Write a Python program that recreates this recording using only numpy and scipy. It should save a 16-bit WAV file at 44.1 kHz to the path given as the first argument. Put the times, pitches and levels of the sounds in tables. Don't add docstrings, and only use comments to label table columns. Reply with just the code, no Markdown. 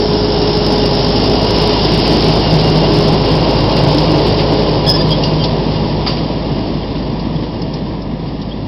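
import sys
import numpy as np
from scipy import signal
from scipy.fft import rfft, irfft
from scipy.io import wavfile

SR = 44100
rng = np.random.default_rng(int(sys.argv[2]) if len(sys.argv) > 2 else 0)


def generate_wav(signal):
    frames = np.transpose(np.atleast_2d(signal))
    scaled = np.clip(frames, -1, 1) * 32767
    pcm = np.round(scaled).astype(np.int16)
    wavfile.write(sys.argv[1], SR, pcm)


N = 382347
TIME = np.arange(N) / SR
FREQ = np.maximum(np.fft.rfftfreq(N, 1 / SR), 1)
BAND_HZ = 5600
# pitch_hz, width_hz, level_db
TINE_MODES = [(2862, 43, -2), (3170, 53, -6), (3553, 23, -4.5), (4630, 73, 1), (4850, 61, 0)]


def undb(db):
    return 10 ** (np.asarray(db) / 20)


def unit(x):
    return x / np.sqrt(np.mean(x ** 2))


def automation(points):
    return np.interp(TIME, *np.transpose(points))


def equalise(x, points):
    hz, db = np.transpose(points)
    return irfft(rfft(x) * undb(np.interp(np.log(FREQ), np.log(hz), db)), N)


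def colour(x, points):
    return unit(equalise(x, points))


def ring(x, modes):
    response = sum(undb(db) / (1 + 1j * (FREQ ** 2 - hz ** 2) / (FREQ * width))
                   for hz, width, db in modes)
    return unit(irfft(rfft(x) * response, N))


def noise():
    return rng.standard_normal(N)


def drift(rate_hz):
    return unit(irfft(rfft(noise()) * np.exp(-(FREQ / rate_hz) ** 2), N))


def pass_by(peak_s, level_db, half_width_s, loss_db_per_s):
    distance = np.hypot(TIME - peak_s, half_width_s)
    return half_width_s / distance * undb(level_db - loss_db_per_s * (distance - half_width_s))


def fader(part):
    passes = { "throb": (2.5, -21, 3, 1.2), "pipe": (3.5, -20.5, 2.5, 2.8), "hum": (4, -19, 0.33, -1),
              "rumble": (2.5, -14.3, 4, 1.25), "tractor roar": (1.8, -18.5, 2, 1.0),
              "rake roar": (4, -17.5, 1.16, 1.64), "injectors": (0.68, -20.4, 2, 4),
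              "hay ahead": (2.0, -21, 0.73, 1.5), "hay behind": (4.0, -22, 1.33, 2),
              "bonnet": (1.24, -21, .17, -0.5), "drive line": (2.5, -32.5, 0.9, 0),
              "fine gear": (1.2, -38, 1.8, 1), }
    return pass_by(*passes[part])


def exhaust(firings):
    # peak_s, level_db, half_width_s, loss_db_per_s
    booms = [(2.83, -14, 0.32, .8), (4.95, -18, 0.47, -0.3)]
    angle = 2 * np.pi * firings
    throb = fader("throb") * undb(0.24 * drift(4)) * np.sin(angle)
    octave = fader("throb") * undb(-4.5 + 2.4 * drift(15)) * np.sin(2 * angle + 0.15 * drift(6.2))
    swell = np.linalg.norm([pass_by(*row) for row in booms], axis=0)
    boom = swell * undb(0.55 * drift(6)) * np.sin(3 * angle + 0.16 * drift(5.9))
    pipe = fader("pipe") * ring(noise(), [(145.3, 15, 0)])
    hum = fader("hum") * ring(noise(), [(300.4, 7, 0)])
    return np.sqrt(2) * (throb + octave + boom) + pipe + hum


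def whine(cycles, flutter_db, flutter_hz, wobble_rad):
    flutter = undb(flutter_db * np.tanh(drift(flutter_hz)))
    return unit(flutter * np.sin(2 * np.pi * cycles + wobble_rad * drift(25)))


def gears_and_bonnet(firings):
    # time_s, level_db
    mesh_levels = [(0, -16.5), (.7, -18), (1.2, -22.5), (1.62, -18), (1.85, -26), (2.2, -20.5), (2.42, -26),
                   (3.05, -18), (3.7, -29.5), (4.6, -20), (5, -30.5), (5.4, -27), (6.5, -32.5),
                   (8.67, -44.5)]
    mesh_order, bonnet_order, drive_order, fine_order = 7.93, 5, 54.15, 68
    mesh = whine(mesh_order * firings, flutter_db=1.5, flutter_hz=17, wobble_rad=0.17)
    octave = whine(2 * mesh_order * firings, flutter_db=3, flutter_hz=7.4, wobble_rad=0.4)
    bonnet = whine(bonnet_order * firings, flutter_db=0.5, flutter_hz=15, wobble_rad=0.16)
    drive = whine(drive_order * firings, flutter_db=7, flutter_hz=10, wobble_rad=0.75)
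    fine = whine(fine_order * firings, flutter_db=8, flutter_hz=9, wobble_rad=1.05)
    gear = undb(automation(mesh_levels)) * (mesh + undb(-19) * octave)
    return gear + fader("bonnet") * bonnet + fader("drive line") * drive + fader("fine gear") * fine


def firing_noise(firings, depth, decay_cycles, scatter_db):
    hiss = noise()
    strength = undb(scatter_db * rng.standard_normal(1000))[firings.astype(int)]
    return hiss * (1 + depth * strength * np.exp(-(firings % 1) / decay_cycles))


def rumble_and_roar(firings):
    # frequency_hz, gain_db
    rumble_eq = [(15, -18), (40, -16.5), (70, -7.5), (110, -3.5), (140, -2), (180, -0.5), (250, -1),
                 (380, -1.5), (470, -11.5), (700, -29.5)]
    roar_eq = [(280, -31.5), (400, -3.5), (480, -1.5), (640, -2.5), (720, -4), (990, -7), (1130, -13),
               (1300, -19.5), (1500, -21.5), (2500, -32.5)]
    # pitch_hz, width_hz, level_db
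    panel_modes = [(167, 6.6, -1.5), (207.2, 5.8, 1), (364, 14, -4)]
    transmission_modes = [(649.2, 5.6, 1), (832.7, 10, -6), (972, 5, -5)]
    puffs = firing_noise(firings, depth=0.38, decay_cycles=0.92, scatter_db=4.5)
    rumble = colour(puffs, rumble_eq) + undb(-12) * ring(noise(), panel_modes)
    rush = firing_noise(firings, depth=0.055, decay_cycles=0.71, scatter_db=1.5)
    roar = colour(rush, roar_eq) + undb(-10) * ring(noise(), transmission_modes)
    roar_gain = np.hypot(fader("tractor roar"), fader("rake roar")) * undb(0.32 * drift(14))
    return fader("rumble") * rumble + roar_gain * roar


def injectors(firings):
    # frequency_hz, gain_db
    tick_eq = [(900, -13.5), (1400, -9), (2400, -19.5), (2950, -4.5), (3900, -6.5), (4400, -5), (4800, 1.5),
               (5300, 4.5), (6000, -10.5)]
    bursts = firing_noise(firings, depth=1.6, decay_cycles=0.4, scatter_db=2)
    return fader("injectors") * colour(bursts, tick_eq)


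def snaps(per_s, spread_db):
    clicks = noise() * (rng.random(N) < per_s / SR)
    return clicks * undb(spread_db * np.minimum(rng.exponential(size=N), 5))


def raking():
    # frequency_hz, gain_db
    hay_eq = [(900, -19.5), (1450, -14), (1900, -3.5), (2400, -3), (3100, 3.5), (3500, 0.5), (3950, 1),
              (4450, 3.5), (4850, 5.5), (5300, 4), (6000, -11.5)]
    hay = colour(snaps(per_s=5000, spread_db=0) + 0.22 * noise(), hay_eq)
    tines = ring(snaps(per_s=220, spread_db=2.1), TINE_MODES)
    rustle = unit((hay + undb(-8) * tines) * undb(0.74 * drift(23)))
    dip_s, dip_width_s, dip_db = 8.09, 0.13, -6
    dip = undb(dip_db * np.exp(-((TIME - dip_s) / dip_width_s) ** 2))
    return np.hypot(fader("hay ahead"), fader("hay behind")) * dip * rustle


def drawing_away(rig):
    # frequency_hz, gain_db
    rear_eq = [(90, 0.5), (125, 2.5), (180, -1.5), (235, -2), (330, 0.5), (420, -1), (530, 3), (730, -2.5),
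               (950, 1), (1300, -1.5), (3700, -.5), (4900, -1)]
    ground_eq = [(150, 2.5), (205, 2.5), (290, 1.5), (380, -3.5), (500, 1.5), (650, -1), (1020, 2),
                 (1220, 0), (1470, -8), (1750, 1.5), (2900, -2.5), (3480, 0), (3900, -2.5), (5500, -3.5)]
    behind = automation([(2.7, 0), (3.8, 1), (5, 1), (6, 0)])
    far = automation([(4.3, 0), (7.2, 1)])
    passed = (1 - behind) * rig + behind * equalise(rig, rear_eq)
    return (1 - far) * passed + far * equalise(passed, ground_eq)


def knocks():
    # start_s, level_db, decay_s, ring_db (relative to the scrape)
    hits = [(3.765, -18, .029, -16), (3.98, -14.5, .012, -15), (4.385, -18.5, 0.031, -17),
            (5.235, -15, 0.012, -2.5), (5.437, -14, 0.017, -14), (6.063, -17, .04, -2.5),
            (6.072, -25, .02, 7), (6.095, -31, .02, 6), (6.122, -21, 0.0099, -10), (6.168, -26, .028, -5),
            (6.95, -29, .04, -10), (7.195, -26, .01, -10), (7.25, -34, .04, -14.5), (7.43, -31, 0.035, -14),
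            (7.618, -25, .008, -11), (7.736, -23.5, 0.0093, -11.5), (8.02, -27, 0.0058, -18.5),
            (8.256, -35, 0.041, -13), (8.415, -31.5, 0.015, -7)]
    attack_s, ring_decay_s = 0.0011, 0.035
    dull_decay_s, tilt_db_per_octave = 0.025, 10.5
    out, size = np.zeros(N + SR), 2 ** 14
    scrape = colour(noise(), [(500, -9), (1000, 2.5), (1500, -7.5), (3000, 3.5), (5500, 4.5),
                              (7000, -30)])
    steel = ring(noise(), TINE_MODES)
    octaves = np.log2(np.clip(np.fft.rfftfreq(size, 1 / SR), 1000, BAND_HZ) / BAND_HZ)
    age = np.arange(size) / SR
    attack = 1 - np.exp(-age / attack_s)
    for start_s, level_db, decay_s, ring_db in hits:
        piece = rng.integers(N - size) + np.arange(size)
        tilt = undb(tilt_db_per_octave * np.log2(dull_decay_s / decay_s) * octaves)
        body = unit(irfft(rfft(scrape[piece]) * tilt, size)) * np.exp(-age / decay_s)
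        ringing = undb(ring_db) * steel[piece] * np.exp(-age / ring_decay_s)
        at = int(start_s * SR)
        out[at:at + size] += undb(level_db) * (body + ringing) * attack
    return out[:N]


def squeaks():
    # start_s, length_s, pitch_hz, glide_hz, first_db, second_db, third_db
    slips = [(4.863, 0.041, 1685, 18.5, -31, -19.5, -16.5), (4.883, 0.046, 1685, 19, -32, -28, -11),
             (4.931, 0.041, 1687, 17, -32, -27, -17), (4.975, 0.061, 1605, -3, -50, -50, -21.5),
             (4.998, 0.025, 1726, 20, -32, -27, -43), (5.102, 0.036, 1615, 22, -50, -22, -21),
             (5.115, .045, 1625, 9, -54, -23.5, -42), (5.393, 0.058, 1594, -26, -51, -27, -30.5),
             (6.82, 0.021, 1577, 12, -58, -32, -49), (7.359, 0.014, 1673, 33, -58, -33, -42),
             (8.511, 0.022, 1580, 93.5, -53.5, -31, -51)]
    out = np.zeros(N)
    wobble_hz = 32 * drift(740)
    rasp = unit(undb(1.4 * drift(260)))
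    for start_s, length_s, pitch_hz, glide_hz, *partials_db in slips:
        span = (TIME >= start_s) & (TIME < start_s + length_s)
        progress = (TIME[span] - start_s) / length_s
        angle = 2 * np.pi * np.cumsum(pitch_hz + glide_hz * progress + wobble_hz[span]) / SR
        tone = sum(undb(db) * np.sin(k * angle) for k, db in enumerate(partials_db, 1))
        swell = np.sqrt(2 * np.abs(np.sin(np.pi * progress)))
        out[span] += swell * rasp[span] * tone
    return out


def scene():
    # time_s, firing_rate_hz
    engine_speed = [(0, 53.1), (.5, 52.38), (.75, 52.56), (1.2, 51.86), (1.6, 53.33), (1.8, 52.18),
                    (2.25, 53.32), (2.5, 52.3), (2.75, 52.4), (3.1, 51.72), (3.3, 52.3), (3.7, 51.87),
                    (4, 52.57), (4.3, 52.23), (4.6, 53.1), (5, 52.05), (6, 52.34), (8.67, 52.27)]
    firings = np.cumsum(automation(engine_speed)) / SR
    machinery = exhaust(firings) + gears_and_bonnet(firings) + rumble_and_roar(firings)
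    rig = machinery + injectors(firings) + raking()
    return (drawing_away(rig) + squeaks() + knocks())[None]


def record(dry):
    ceiling, hardness, top_hz = 0.72, 22, 15800
    low_pass = signal.firwin(221, BAND_HZ, window=("kaiser", 7), fs=SR)
    narrow = signal.fftconvolve(dry[0], low_pass, "same")
    flattened = narrow / (1 + np.abs(narrow / ceiling) ** hardness) ** (1 / hardness)
    soft = equalise(flattened, [(6000, 0), (7800, -5), (10500, -2), (15000, 0)])
    top_cut = signal.ellip(8, 0.2, 70, top_hz, fs=SR, output="sos")
    return signal.sosfilt(top_cut, soft)[None]


dry = scene()
out = record(dry)
generate_wav(out)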